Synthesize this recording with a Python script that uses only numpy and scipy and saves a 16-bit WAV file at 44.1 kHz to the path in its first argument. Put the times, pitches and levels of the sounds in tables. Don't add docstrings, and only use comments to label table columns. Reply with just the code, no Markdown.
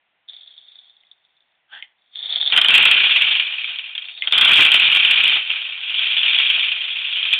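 import sys
import numpy as np
from scipy import signal
from scipy.io import wavfile
from scipy.ndimage import uniform_filter1d

SR = 44100
rng = np.random.default_rng(int(sys.argv[2]) if len(sys.argv) > 2 else 0)


def wav_record(signal):
    frames = np.transpose(np.atleast_2d(signal))
    bounded = np.clip(frames, -1, 1)
    quanta = np.round(bounded * 32767).astype(np.int16)
    wavfile.write(sys.argv[1], SR, quanta)


N = 325899
TIME = np.arange(N) / SR

# time in seconds, flow in dB.
POUR = [
    [(2.5, -34), (2.54, -14), (2.66, -18.5), (2.72, -10), (3.36, -16.5), (3.5, -24.5), (3.72, -26.5),
     (3.83, -32.5), (4.11, -36), (4.2, -63)],
    [(4.23, -34), (4.31, -33.5), (4.35, -15), (4.6, -8), (4.7, -12), (5.35, -13.5), (5.44, -26),
     (5.53, -22.5), (5.8, -30)],
    [(5.8, -27.5), (5.92, -23.5), (5.98, -18.5), (6.16, -18), (6.29, -14.5), (6.64, -17), (6.77, -23.5),
     (7.05, -23.5), (7.18, -20.5), (7.39, -20)],
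]
# frequency in Hz, filter gain in dB.
RATTLE = [(40, -48), (400, -40.5), (1300, -22), (2120, -10.5), (2350, -2), (2650, -2), (3000, -4),
          (3300, -0.5), (3600, -4.5), (3800, -11.5), (4000, -21.5), (4300, -27), (4700, -34.5)]
# frequency in Hz, filter gain in dB.
WALL = [(40, -29.5), (120, -28), (420, -11), (750, -5), (1150, -2.5), (1500, 4.5), (1800, 0.5), (2100, 3),
        (2600, -40.5), (4500, -30)]


def amp(db):
    return 10 ** (np.asarray(db) / 20)


def unit(x):
    return x / np.sqrt(np.mean(x ** 2) + 1e-20)


def steady(x, size=1500):
    power = uniform_filter1d(uniform_filter1d(x ** 2, size), size)
    return x / np.sqrt(abs(power) + 1e-12)


def level(s, db):
    return amp(np.interp(TIME, s, db, left=-140, right=-140))


def add(mix, s, sound):
    part = mix[max(round(s * SR), 0):][:len(sound)]
    part += sound[:len(part)]


def colour(x, points, size=4096):
    hz, db = np.transpose(points)
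    bin_hz = abs(np.fft.fftfreq(size, 1 / SR))
    log_gain = np.log(amp(np.interp(np.log(bin_hz + 1), np.log(hz), db)))
    spectrum = np.exp(np.conj(signal.hilbert(log_gain)))
    response = np.fft.ifft(spectrum).real[:size // 2]
    return signal.fftconvolve(x, response)[:len(x)]


def resonate(x, hz, width):
    turn = np.exp(2j * np.pi * np.cumsum(hz * np.ones(len(x))) / SR)
    r = np.exp(-np.pi * width / SR)
    smooth = signal.lfilter([1 - r], [1, -r], x / turn + 1e-18)
    return 2 * (turn * smooth).real


def low_pass(x, hz, size):
    taps = signal.firwin(size, hz, window=("kaiser", 9), fs=SR)
    return signal.oaconvolve(x, taps, "same")


def collisions(per_s, spread_db, contact_s, wet_db, t60, ring_db=0, ring_s=0.0013, count=64, size=2000):
    t = np.arange(size) / SR
    shapes = []
    for hz in np.linspace(2250, 3650, count):
        contact = rng.standard_normal(size) * np.exp(-t / contact_s)
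        ring = np.sin(2 * np.pi * hz * t) * np.exp(-t / ring_s) * (1 - np.exp(-t / contact_s))
        walls = rng.standard_normal(size) * 1e-3 ** (t / t60)
        shapes.append(unit(contact) + amp(ring_db) * unit(ring) + amp(wet_db) * unit(walls))
    out = np.zeros(N)
    for i in np.flatnonzero(rng.random(N) < per_s / SR):
        strength = amp(spread_db * min(rng.exponential(1), 4)) * rng.choice([-1, 1])
        add(out, i / SR, strength * shapes[rng.integers(count)])
    return out


def echoes(x, wet_db, t60):
    t = np.arange(len(x)) / SR
    tail = rng.standard_normal(len(x)) * amp(-60 * t / t60) * (t > 0.003)
    tail = tail / np.linalg.norm(tail)
    return x + amp(wet_db) * signal.fftconvolve(x, tail)[:len(x)]


def stray(start, end, per_s, spread_db, count=400):
    place, strength, pitch = rng.random((count, 3)).T
    s = start + (np.arange(count) + place) / per_s
    rows = np.column_stack([s, spread_db * (2 * strength - 1), 2550 + 750 * pitch])
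    return rows[s < end]


def wobble(rate_hz, count=30):
    hz, phase = np.geomspace(rate_hz / 4, rate_hz, count), rng.random(count)
    t = TIME[::128]
    waves = np.sin(2 * np.pi * (np.outer(t, hz) + phase))
    return np.interp(TIME, t, unit(waves.sum(1)))


def background_hiss(hiss_db=-69.5):
    # frequency in Hz, filter gain in dB.
    hiss_colour = [(30, -19), (150, -9.5), (450, -8), (720, 1), (1200, -3.5), (2000, 2), (2700, 1),
                   (3500, -1.5), (3900, -12), (4600, -34.5)]
    return amp(hiss_db) * unit(colour(rng.standard_normal(N), hiss_colour))


def jar(creep_db=-1.5, stray_db=1.5, follow=0.84, ring_hz=3520, swell_s=0.00074, tick=0.32, size=2000):
    # (before creep_db, or stray_db for the chance knocks).
    creep = [
        [(0.275, -68), (0.286, -45), (0.88, -54), (1.0, -65.5), (1.42, -72), (1.6, -85)],
        [(1.98, -71), (2.11, -66), (2.14, -46), (2.19, -33), (2.36, -22.5), (2.53, -22.5)],
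        [(4.05, -41), (4.12, -40), (4.32, -32)],
    ]
    # start in seconds, peak level in dB before echoes.
    glass_knocks = [(0.2866, -28), (0.296, -25), (0.3336, -30.5), (0.4323, -37), (0.7868, -37.5),
                    (0.8551, -43), (0.8964, -40), (0.9667, -44), (1.0092, -47), (1.1138, -34.5),
                    (1.2497, -49), (1.3676, -51), (1.4052, -50), (2.1566, -20), (2.1904, -19.5),
                    (2.3247, -9.5), (2.3587, -8.5), (2.4125, -7.5), (2.461, -8.5), (2.4751, -6.5)]
    # frequency in Hz, filter gain in dB.
    glass = [(40, -47), (250, -41.5), (520, -32.5), (720, -24), (1050, -31.5), (1650, -24.5), (2200, -20),
             (2900, -21.5), (3300, -2), (3600, 0.5), (3780, -8), (3980, -30.5), (4350, -17.5),
             (4700, -49.5)]

    flow = sum(level(*np.transpose(rows)) for rows in creep)
    clicks = collisions(per_s=650, spread_db=1.5, contact_s=0.0033, wet_db=-7.0, t60=0.058, ring_db=-30.5)
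    out = amp(creep_db) * flow * steady(colour(clicks, glass))

    knocks = list(glass_knocks)
    for s, db, _ in stray(creep[0][0][0], creep[-1][-1][0], per_s=24, spread_db=8):
        flow_db = 20 * np.log10(np.interp(s, TIME, flow))
        knocks.append((s, follow * flow_db + stray_db + db))

    t = np.arange(size) / SR
    ring = np.sin(2 * np.pi * ring_hz * t) * (t / swell_s) ** 2 * np.exp(-t / swell_s)
    for s, db in knocks:
        noise = rng.standard_normal(size) * np.exp(-t / swell_s)
        knock = unit(ring) + tick * unit(colour(noise, glass))
        add(out, s, amp(db) * echoes(knock / abs(knock).max(), wet_db=-5, t60=0.061))
    return out


def lip_taps(size=2500):
    # start in seconds, peak level in dB before echoes.
    taps = [(1.035, -45), (1.8249, -17.5), (4.2223, -5.5)]
    # frequency in Hz, level in dB before colouring,
    # time to fade by 60 dB in seconds.
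    lip_modes = [(2120, -7.5, 0.04), (2480, -6.5, 0.015), (3030, 4.5, 0.0056)]

    t = np.arange(size) / SR
    tap = sum(amp(db - 60 * t / t60) * np.sin(2 * np.pi * hz * t) for hz, db, t60 in lip_modes)
    tap = colour(tap, [(200, -42), (1400, -34), (2000, -0.5), (3500, -0.5), (4400, -33)])
    out = np.zeros(N)
    for s, db in taps:
        add(out, s, amp(db) * echoes(tap / abs(tap).max(), wet_db=-10, t60=0.13))
    return out


def lip_scrape(ring_db=-3, ring_width_hz=480, grit_db=-2):
    # time in seconds, level in dB before ring_db and grit_db, moving resonance in Hz.
    scrape = [(1.68, -72, 1450), (1.71, -54, 1530), (1.732, -37.5, 1610), (1.752, -38.5, 1690),
              (1.79, -41, 1800), (1.815, -50.5, 1870), (1.84, -49, 1980), (1.87, -61, 1970),
              (1.93, -70, 1990)]
    # frequency in Hz, filter gain in dB.
    scrape_colour = [(100, -38), (550, -31.5), (850, -10), (1150, -24), (2400, -12.5), (2850, -7),
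                     (3200, -1), (3550, -5), (3900, -30), (4600, -36.5)]

    s, db, hz = np.transpose(scrape)
    slips = collisions(per_s=4000, spread_db=2, contact_s=0.0005, wet_db=-12, t60=0.06, ring_db=-22)
    pitch = np.interp(TIME, s, hz)
    ring = resonate(resonate(slips, pitch, ring_width_hz), pitch, ring_width_hz)
    grit = colour(slips, scrape_colour)
    return level(s, db) * (amp(ring_db) * steady(ring) + amp(grit_db) * steady(grit))


def settle(time_s, first_db, later_db, settle_s):
    return later_db + (first_db - later_db) * np.exp(-(time_s / settle_s) ** 2)


def stream(drum_settle_s=0.59, bright_settle_s=0.19):
    # drumming on the wall at first in dB, drumming later in dB,
    # brightness at first in dB, brightness later in dB. All before wavering is added.
    surges = [(-12, -23.5, 12, -3), (-12.5, -21, 11.5, -2), (-24, -25, 0.5, 2)]

    flow_db, drum_db, bright_db = np.full((3, N), -140.)
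    for curve, (drum_first, drum_later, bright_first, bright_later) in zip(POUR, surges):
        s, db = np.transpose(curve)
        since = TIME >= s[0]
        age = TIME[since] - s[0]
        flow_db[since] = np.interp(TIME[since], s, db)
        drum_db[since] = settle(age, drum_first, drum_later, drum_settle_s)
        bright_db[since] = settle(age, bright_first, bright_later, bright_settle_s)
    return flow_db, drum_db, bright_db


def clumps(flow_db, clump_db=-3.5, follow=0.53):
    hits = list([(2.5226, -2.5, 3130), (2.5638, -2, 2980), (2.5757, 5, 3100), (2.6146, 1, 3160),
                 (2.646, -0.2, 2960), (2.6844, 0.5, 3200), (2.7407, 1, 2690), (2.7513, 2, 2480),
                 (2.7786, 2, 2950), (2.8537, 2.5, 2580), (2.9124, 2.5, 2760), (2.9668, -3, 2870),
                 (3.0034, -5, 2640), (3.0371, -4, 3190), (3.0943, -5, 2500), (3.1599, -0.5, 2770),
                 (3.2203, -2, 2840), (3.3142, -5, 3500), (3.3525, -6, 2970), (3.3972, -3, 2830),
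                 (3.6424, -11.5, 2360), (3.786, -14.5, 3410), (3.9511, -16.5, 3360), (3.9784, -12.5, 3260),
                 (4.1757, -23.5, 3760), (4.2726, -5.5, 3250), (4.3231, 0, 3550), (4.3348, -4, 3150),
                 (4.3801, 1, 3170), (4.4113, 2, 3290), (4.4488, -0.5, 3470), (4.4778, -0.5, 3080),
                 (4.5647, -1, 2820), (4.6489, -3.5, 2940), (4.7175, -1, 3155), (4.7416, 3, 2990),
                 (4.7976, -5, 2620), (4.9173, -6.5, 2640), (4.9501, -3.5, 2850), (4.9608, -6, 3085),
                 (5.0492, -4, 2950), (5.1012, -6.5, 2840), (5.2564, -3, 2950), (5.2789, -4, 3190),
                 (5.3166, -7, 2800), (5.5024, -7, 2730), (5.5132, -12.5, 2990), (5.8948, -15, 2580),
                 (5.9429, -11, 2990), (5.9925, -6, 3320), (6.1673, -5.5, 2960), (6.3859, -5, 3370),
                 (6.3971, -5.5, 2592), (6.5005, -2, 3200), (6.7175, -8.5, 2790), (7.1577, -11, 2860),
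                 (7.2288, -12, 3160), (7.3068, -12, 3010), (7.3281, -3, 3386), (7.3353, -2.5, 2510)])
    for s, db, hz in stray(POUR[0][0][0], TIME[-1], per_s=14, spread_db=0):
        hits.append((s, clump_db + follow * np.interp(s, TIME, flow_db) + db, hz))
    return hits


def clumping(hits, gap_db=-3.0, lead_s=0.0075, gap_s=0.0094, swell_db=1.5, lag_s=0.0064, swell_s=0.0093):
    t = np.arange(-0.05, 0.05, 1 / SR)
    thin, thick = np.zeros(N), np.zeros(N)
    for s, _, _ in hits:
        add(thin, s + t[0], np.exp(-((t + lead_s) / gap_s) ** 2))
        add(thick, s + t[0], np.exp(-((t - lag_s) / swell_s) ** 2))
    return amp(gap_db * np.minimum(thin, 1) + swell_db * np.minimum(thick, 1))


def landings(hits, drum_db, ring_s=0.0015, rise_s=0.00063, chatter=0.61, chatter_s=0.006,
             gather_s=0.001, thud_db=-2, size=2000):
    t, out = np.arange(size) / SR, np.zeros(N)
    burst = np.exp(-t / chatter_s) * (1 - np.exp(-t / gather_s))
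    for s, db, hz in hits:
        beads, wall = burst * rng.standard_normal((2, size))
        ring = np.sin(2 * np.pi * hz * t) * np.exp(-t / ring_s) * (1 - np.exp(-t / rise_s))
        thud = amp(thud_db + np.interp(s, TIME, drum_db))
        hit = unit(colour(ring, RATTLE))
        hit = hit + chatter * unit(colour(beads, RATTLE))
        hit = hit + thud * unit(colour(wall, WALL))
        hit = echoes(hit, wet_db=-7.5, t60=0.069)
        add(out, s, amp(db) * hit / abs(hit).max())
    return out


def hopper(rattle_db=-0.5, rumble_db=-4, bright_hz=3450, bright_width_hz=600,
           wander_hz=17, drum_wander_db=1.5, bright_wander_db=2.5):
    # frequency in Hz, width in Hz, level in dB against the direct click.
    hopper_modes = [(2450, 55, -7.5), (2730, 20, -1.5), (2900, 40, -7.5), (3094, 90, -5.5), (3226, 24, -4)]
    # frequency in Hz, filter gain in dB.
    rumble_colour = [(25, -24), (65, -5), (120, -2), (220, -1), (420, 1.5), (800, -8), (2500, -37)]

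    flow_db, drum_db, bright_db = stream()
    drum_db = drum_db + drum_wander_db * wobble(wander_hz)
    bright_db = bright_db + bright_wander_db * wobble(wander_hz)
    hits = clumps(flow_db)
    flow = amp(flow_db) * clumping(hits)

    clicks = collisions(per_s=870, spread_db=2.0, contact_s=0.00082, wet_db=0.0, t60=0.05,
                        ring_db=-8, ring_s=0.009)
    clicks = clicks + sum(amp(db) * resonate(clicks, hz, width) for hz, width, db in hopper_modes)
    clicks = clicks + (amp(bright_db) - 1) * resonate(clicks, bright_hz, bright_width_hz)
    rattle = amp(rattle_db) * steady(colour(clicks, RATTLE))

    blows = collisions(per_s=550, spread_db=2.5, contact_s=0.0018, wet_db=-2.0, t60=0.066, ring_db=-30)
    wall = steady(colour(blows, WALL))
    rumble = amp(rumble_db) * flow * steady(colour(blows, rumble_colour))
    return flow * (rattle + amp(drum_db) * (wall + rumble)) + landings(hits, drum_db)


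def scene():
    mix = background_hiss() + jar() + lip_taps() + lip_scrape() + hopper()
    return mix[None]


def record(dry, band_hz=4520, ceiling=0.73, release_db_per_s=11000, edge_hz=15950):
    x = low_pass(dry[0], band_hz, size=501)
    over_db = 20 * np.log10(np.maximum(abs(x) / ceiling, 1))
    recovery = TIME * release_db_per_s
    held_db = np.maximum.accumulate(over_db + recovery) - recovery
    return low_pass(x / amp(held_db), edge_hz, size=511)[None]


dry = scene()
out = record(dry)
wav_record(out)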